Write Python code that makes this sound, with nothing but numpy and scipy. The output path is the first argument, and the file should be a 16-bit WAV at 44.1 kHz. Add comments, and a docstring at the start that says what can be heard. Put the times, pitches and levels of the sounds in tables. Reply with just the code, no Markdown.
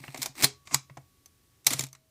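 """A mechanical film camera is wound and fired close to the microphone in a small quiet room.
Fingers handle the body, then the advance lever leaves its detent and drives ratcheting gears to their stop.
The lever springs back with a clack, fingers tap, and the button clicks down. Last, mirror and shutter snap
and rattle, and the button comes up. Each impact excites damped modes of the shell and the metal parts;
hard blows also set off a hollow boom and leave small springs singing."""
import sys
import numpy as np
from scipy import signal
from scipy.fft import rfft, irfft
from scipy.io import wavfile

SR = 44100
rng = np.random.default_rng(int(sys.argv[2]) if len(sys.argv) > 2 else 0)


def unload_audio(sound):
    """Save the sound as a 16-bit wav file, at the path given as the first command line argument."""
    columns = np.transpose(np.atleast_2d(sound))
    # keep every value between -1 and 1, then stretch to whole-number steps
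    steps = np.round(np.clip(columns, -1, 1) * 32767)
    wavfile.write(sys.argv[1], SR, steps.astype(np.int16))


N = 92610
TIME = np.arange(N) / SR
ATTACK_S = 0.00031
# friction spectrum of fingers and gears: (frequency [Hz], relative density [dB])
RUBBING_SPECTRUM = [(60, -19.5), (290, 1), (450, -8), (720, -4.5), (1600, -10), (2250, -0.5), (3050, -12.5),
                    (4000, -5.5), (7000, -12.5), (8400, -5), (9600, -14), (15000, -15)]


def amp(db):
    """Amplitude ratio: a factor of ten for every 20 dB."""
    return 10 ** (np.asarray(db) / 20)


def unit(x):
    """Normalisation to an rms of 1."""
    return x / np.sqrt(np.mean(x ** 2) + 1e-20)


def read(points, hz):
    """Interpolation along a logarithmic frequency axis."""
    f, value = np.transpose(points)
    return np.interp(np.log(hz + 1), np.log(f + 1), value)


def shaped(x, spectrum):
    """Linear filtering: the spectrum of x is multiplied by a gain curve."""
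    return irfft(rfft(x) * amp(read(spectrum, np.fft.rfftfreq(N, 1 / SR))), N)


def add(mix, s, sound):
    """Superposition: a sound joins the mix at time s."""
    part = mix[max(round(s * SR), 0):][:len(sound)]
    part += sound[:len(part)]


def air():
    """Background noise: the still room gives a random signal that is strongest in the bass."""
    spectrum = [(25, -19.5), (86, 0), (180, -13), (350, -15), (650, -26), (6000, -26), (15000, -28.5)]  # (frequency [Hz], relative density [dB])
    levels = [(1.6, -65.5), (1.95, -69)]  # (time [s], level [dB])
    noise = unit(shaped(rng.standard_normal(N), spectrum))
    return amp(np.interp(TIME, *np.transpose(levels))) * noise


def room(x, tail_db=-12.5, delay_s=.004):
    """Reverberation: a short diffuse tail follows the direct sound, its highest treble dying first."""
    decay_times = [(100, 0.26), (1000, 0.19), (6000, 0.21), (15000, 0.06)]  # (frequency [Hz], t60 [s])
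    hz, t, noise = signal.stft(rng.standard_normal(SR // 2), SR, nperseg=256)
    t60 = read(decay_times, hz)[:, None]
    tail = noise * amp(tail_db - 60 * t / t60) * np.sqrt(2 * np.log(1000) / (t60 * SR))
    response = signal.istft(tail, SR, nperseg=256)[1]
    reverb = np.zeros(N)
    add(reverb, delay_s, signal.fftconvolve(x, response))
    return x + reverb


def ring(hz, db, t60, rise_s, phase=0):
    """Damped oscillation: one mode builds up, then decays exponentially."""
    t = TIME[:int(min(t60 * 1.2, 2) * SR)]
    return amp(db - 60 * t / t60) * (1 - np.exp(-t / rise_s)) * np.sin(2 * np.pi * (hz * t + phase))


def cluster(hz, db, t60, rise_s, count=20, spread_hz=240):
    """Beating: many close modes interfere and blur the pitch."""
    close_hz = hz + spread_hz * rng.triangular(-1, 0, 1, count)
    sound = sum(ring(f, db, t60, rise_s, rng.random()) for f in close_hz)
    return unit(sound) * np.std(ring(hz, db, t60, rise_s))


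def click(contact_s, band_dbs):
    """Modal overlap: a brief contact shakes shell modes so dense that they decay as bands of noise."""
    bands = [(302, 746, 0.048), (907, 3200, 0.039), (2980, 8300, 0.026), (8930, 15000, 0.021)]  # low, middle, high, top: (lower edge [Hz], upper edge [Hz], t60 [s])
    t, out = TIME[:4096], 0
    for (lo, hi, t60), db in zip(bands, band_dbs):
        bandpass = signal.butter(3, [lo, hi], "band", fs=SR, output="sos")
        envelope = np.minimum(t / ATTACK_S, 1) * amp(-60 * np.maximum(t - contact_s, 0) / t60)
        burst = signal.sosfilt(bandpass, rng.standard_normal(2 * len(t)))[len(t):] * envelope
        rms = np.sqrt(np.sum(burst ** 2) / (.008 * SR))  # energy spread over 8 ms
        out = out + amp(db) * burst / rms
    return out


def blows(impacts, top_db, modes=(), t60=0.03, detune=0):
    """Impact excitation: the shell clicks into the room; the part's own modes are heard only close up."""
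    # impacts: (time [s], contact [s], low band [dB], middle band [dB], high band [dB])
    # modes: (frequency [Hz], level [dB]); this level and top_db are relative to the high band
    shell_resonances = [(350, -3.5), (480, -9.5), (700, 1), (1150, 4.5), (1550, -2), (2200, 4.5),
                        (3000, -7.5), (4200, -3.5)]  # (frequency [Hz], gain [dB])
    clicks, rings = np.zeros((2, N))
    for s, contact_s, low_db, middle_db, high_db in impacts:
        add(clicks, s, click(contact_s, (low_db, middle_db, high_db, high_db + top_db)))
        for hz, db in modes:
            ring_s = t60 * (1000 / hz) ** 0.19  # t60 holds at 1 kHz; higher modes die sooner
            struck_hz = hz * (1 + detune * rng.uniform(-1, 1))  # detuned by where the blow lands
            add(rings, s, cluster(struck_hz, high_db + db, ring_s, contact_s / 4))
    return room(shaped(clicks, shell_resonances)) + rings


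def friction(levels, spectrum, clump_db, ticks_per_s=15000, spread_db=2, clump_s=.002):
    """Stick-slip friction: tiny uneven ticks bunch up as teeth and sliding parts catch and slip."""
    sizes = amp(spread_db * np.minimum(rng.exponential(1, N), 4))
    ticks = sizes * rng.choice([-1, 1], N) * (rng.random(N) < ticks_per_s / SR)
    slip_times = np.arange(0, N / SR, clump_s)
    slip_strengths = np.minimum(rng.standard_normal(len(slip_times)), 2)
    clumps = amp(clump_db * np.interp(TIME, slip_times, slip_strengths))
    envelope = amp(np.interp(TIME, *np.transpose(levels), left=-140, right=-140))
    return room(envelope * unit(shaped(ticks * clumps, spectrum)))


def springs():
    """Free vibration: small springs and the back panel ring on after the hardest blows."""
    tones = [(0.446, 413, -36.5, .22), (0.446, 1125, -66, 4), (1.67, 640.5, -71, 4.5)]  # (time [s], frequency [Hz], level [dB], t60 [s])
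    out = np.zeros(N)
    for s, hz, db, t60 in tones:
        add(out, s, ring(hz, db, t60, ATTACK_S))
    return out


def boom():
    """Resonance: each jolt of the whole body swells into a hollow low note and its overtone; the first row
    gives a low note already sounding as the scene begins."""
    jolts = [(.003, -40.5, -47.5), (0.082, -35.5, -47.5), (.146, -45.5, -42.5), (0.189, -39, -38),
             (0.291, -43, -51), (0.4343, -25, -25), (0.724, -39, -37.5), (0.7508, -28, -47),
             (0.9054, -39.5, -67.5), (0.976, -39, -55), (1.667, -36, -42.5), (1.711, -40.5, -30),
             (1.743, -30.5, -41), (1.7942, -30, -39.5), (1.8322, -34, -42.5)]  # (time [s], boom level [dB], overtone level [dB])
    out = np.zeros(N)
    for s, boom_db, overtone_db in jolts:
        add(out, s, ring(hz=137.6, db=boom_db, t60=.12, rise_s=.0058))
        add(out, s, ring(hz=133.25, db=boom_db - 16.5, t60=.42, rise_s=.0058))  # lingers in the room
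        add(out, s, ring(hz=266.6, db=overtone_db, t60=.1, rise_s=.001))
    return out


def fingers():
    """Contact noise: light touches tap and rub the body."""
    taps = [(.0385, 0.00087, -46, -43.5, -78), (.1452, 0.0011, -38.5, -42.5, -39.5),
            (.160, 0.00083, -53.5, -46.5, -50), (.6725, 0.0016, -59, -48.5, -45),
            (.7112, 0.0053, -46, -45.5, -66), (.897, 0.0023, -53, -54, -64.5),
            (.971, 0.0053, -42, -50, -50), (1.950, 0.0025, -65.5, -57.5, -50.5)]  # (time [s], contact [s], low [dB], middle [dB], high [dB])
    rubbing = [(0, -57), (.064, -53.5), (.11, -56.5), (.185, -55)]  # (time [s], level [dB])
    return blows(taps, top_db=-16.5) + friction(rubbing, RUBBING_SPECTRUM, clump_db=4)


def button():
    """Impact excitation: the shutter button rings faintly going down and coming up."""
    strokes = [(1.2592, 0.00044, -68, -69, -52), (1.9295, 0.00051, -80, -61.5, -50.5)]  # (time [s], contact [s], low [dB], middle [dB], high [dB])
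    modes = [(6150, 11.2)]  # (frequency [Hz], relative level [dB])
    return blows(strokes, top_db=-2.5, modes=modes)


def winding():
    """Impact and friction: the lever leaves its detent, pawls catch and the gears run into their stop."""
    # impacts: (time [s], contact [s], low [dB], middle [dB], high [dB])
    detent = [(.0803, 0.00035, -47, -46.5, -56.5)]
    pawls = [(.1748, 0.0031, -52, -55, -40), (.2180, 0.0055, -54, -41.5, -27),
             (.2293, .0006, -63, -42, -25.5), (.2592, 0.001, -39.5, -40.5, -28),
             (.353, 0.0028, -60, -57.5, -51.5), (.4243, .0006, -45.5, -52.5, -25.5),
             (.4305, 0.0024, -37, -43.5, -22.5), (.4358, 0.0039, -29.5, -30, -19)]
    end_stop = [(.4429, 0.0013, -32.5, -31, -14.5)]
    # resonances: (frequency [Hz], relative level [dB])
    detent_modes = [(2820, 18.5)]
    gear_modes = [(2215, -7.5), (3850, -7.5), (4300, -0.5), (4930, -5.5), (9750, 0.5)]
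    turning = [(.17, -51.5), (.21, -47), (.25, -44), (.30, -65), (.34, -70), (.37, -49), (.383, -42),
               (.42, -35), (.448, -25.5), (.49, -61.5)]  # (time [s], level [dB])
    return (blows(detent, top_db=0, modes=detent_modes, t60=0.034)
            + blows(pawls, top_db=-6.5)
            + blows(end_stop, top_db=-3.5, modes=gear_modes, t60=0.054)
            + friction(turning, RUBBING_SPECTRUM, clump_db=3.5))


def lever_return():
    """Elastic restoring force: the lever springs back, sliding until it strikes its rest and rings."""
    impact = [(.7442, 0.002, -37, -32, -20)]  # (time [s], contact [s], low [dB], middle [dB], high [dB])
    modes = [(1120, 4), (2050, 2.5), (4520, 6.5), (5250, 8), (6780, 12.5), (7760, 12), (9900, 6),
             (11900, 3)]  # (frequency [Hz], relative level [dB])
    sliding = [(.655, -60.5), (.70, -58), (.748, -28), (.79, -67)]  # (time [s], level [dB])
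    spectrum = [(59, -29), (100, 1.5), (733, -20.5), (1150, 0.5), (1590, -23.5), (2180, -7.5), (2990, -18),
                (6910, -5), (15000, -31.5)]  # (frequency [Hz], relative density [dB])
    return blows(impact, top_db=-6.5, modes=modes, t60=.02) + friction(sliding, spectrum, clump_db=1)


def shutter():
    """Impact and rebound: the mirror flies up, the curtains slide and stop, the mirror drops and bounces."""
    # impacts: (time [s], contact [s], low [dB], middle [dB], high [dB])
    release_and_mirror = [(1.646, 0.00079, -79.5, -67.5, -55.5), (1.666, 0.0011, -67.5, -45.5, -21),
                          (1.668, 0.0023, -34, -35, -14.5), (1.678, 0.0013, -65.5, -39.5, -32.5)]
    stops_and_bounces = [(1.7053, 0.0018, -59, -41, -29.5), (1.7125, 0.0028, -50, -45, -37),
                         (1.7328, 0.004, -42, -40.5, -26), (1.7932, 0.00049, -36, -44, -27),
                         (1.8082, 0.00082, -53, -63, -33), (1.838, 0.00059, -62, -49, -37),
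                         (1.8665, 0.0013, -58.5, -69, -49.5), (1.886, 0.0011, -75, -85, -60)]
    modes = [(2225, 0.5), (3850, 1.5), (6000, 1), (7450, 2), (8100, 6)]  # (frequency [Hz], relative level [dB])
    curtain_travel = [(1.656, -55), (1.68, -45), (1.70, -42), (1.733, -30.5), (1.757, -47), (1.80, -42),
                      (1.844, -46), (1.862, -60)]  # (time [s], level [dB])
    curtain_spectrum = [(59, -21), (100, -10), (482, -11), (1260, -14.5), (1530, -12.5), (9260, -10.5),
                        (15000, -22.5)]  # (frequency [Hz], relative density [dB])
    return (blows(release_and_mirror, top_db=-2.5, modes=modes, t60=0.016)
            + friction(curtain_travel, curtain_spectrum, clump_db=3)
            + blows(stops_and_bounces, top_db=-4, modes=modes, detune=0.17))


def scene():
    """Superposition: the camera's sounds and the still air of the room sum to one channel."""
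    camera = fingers() + button() + winding() + lever_return() + shutter() + boom() + springs()
    return (camera + air())[None]


def record(dry):
    """Band limiting: a low-pass filter removes the highest treble."""
    lowpass = signal.firwin(255, cutoff=15500, window=("kaiser", 8), fs=SR)
    return signal.oaconvolve(dry, lowpass[None], "same")


dry = scene()
out = record(dry)
unload_audio(out)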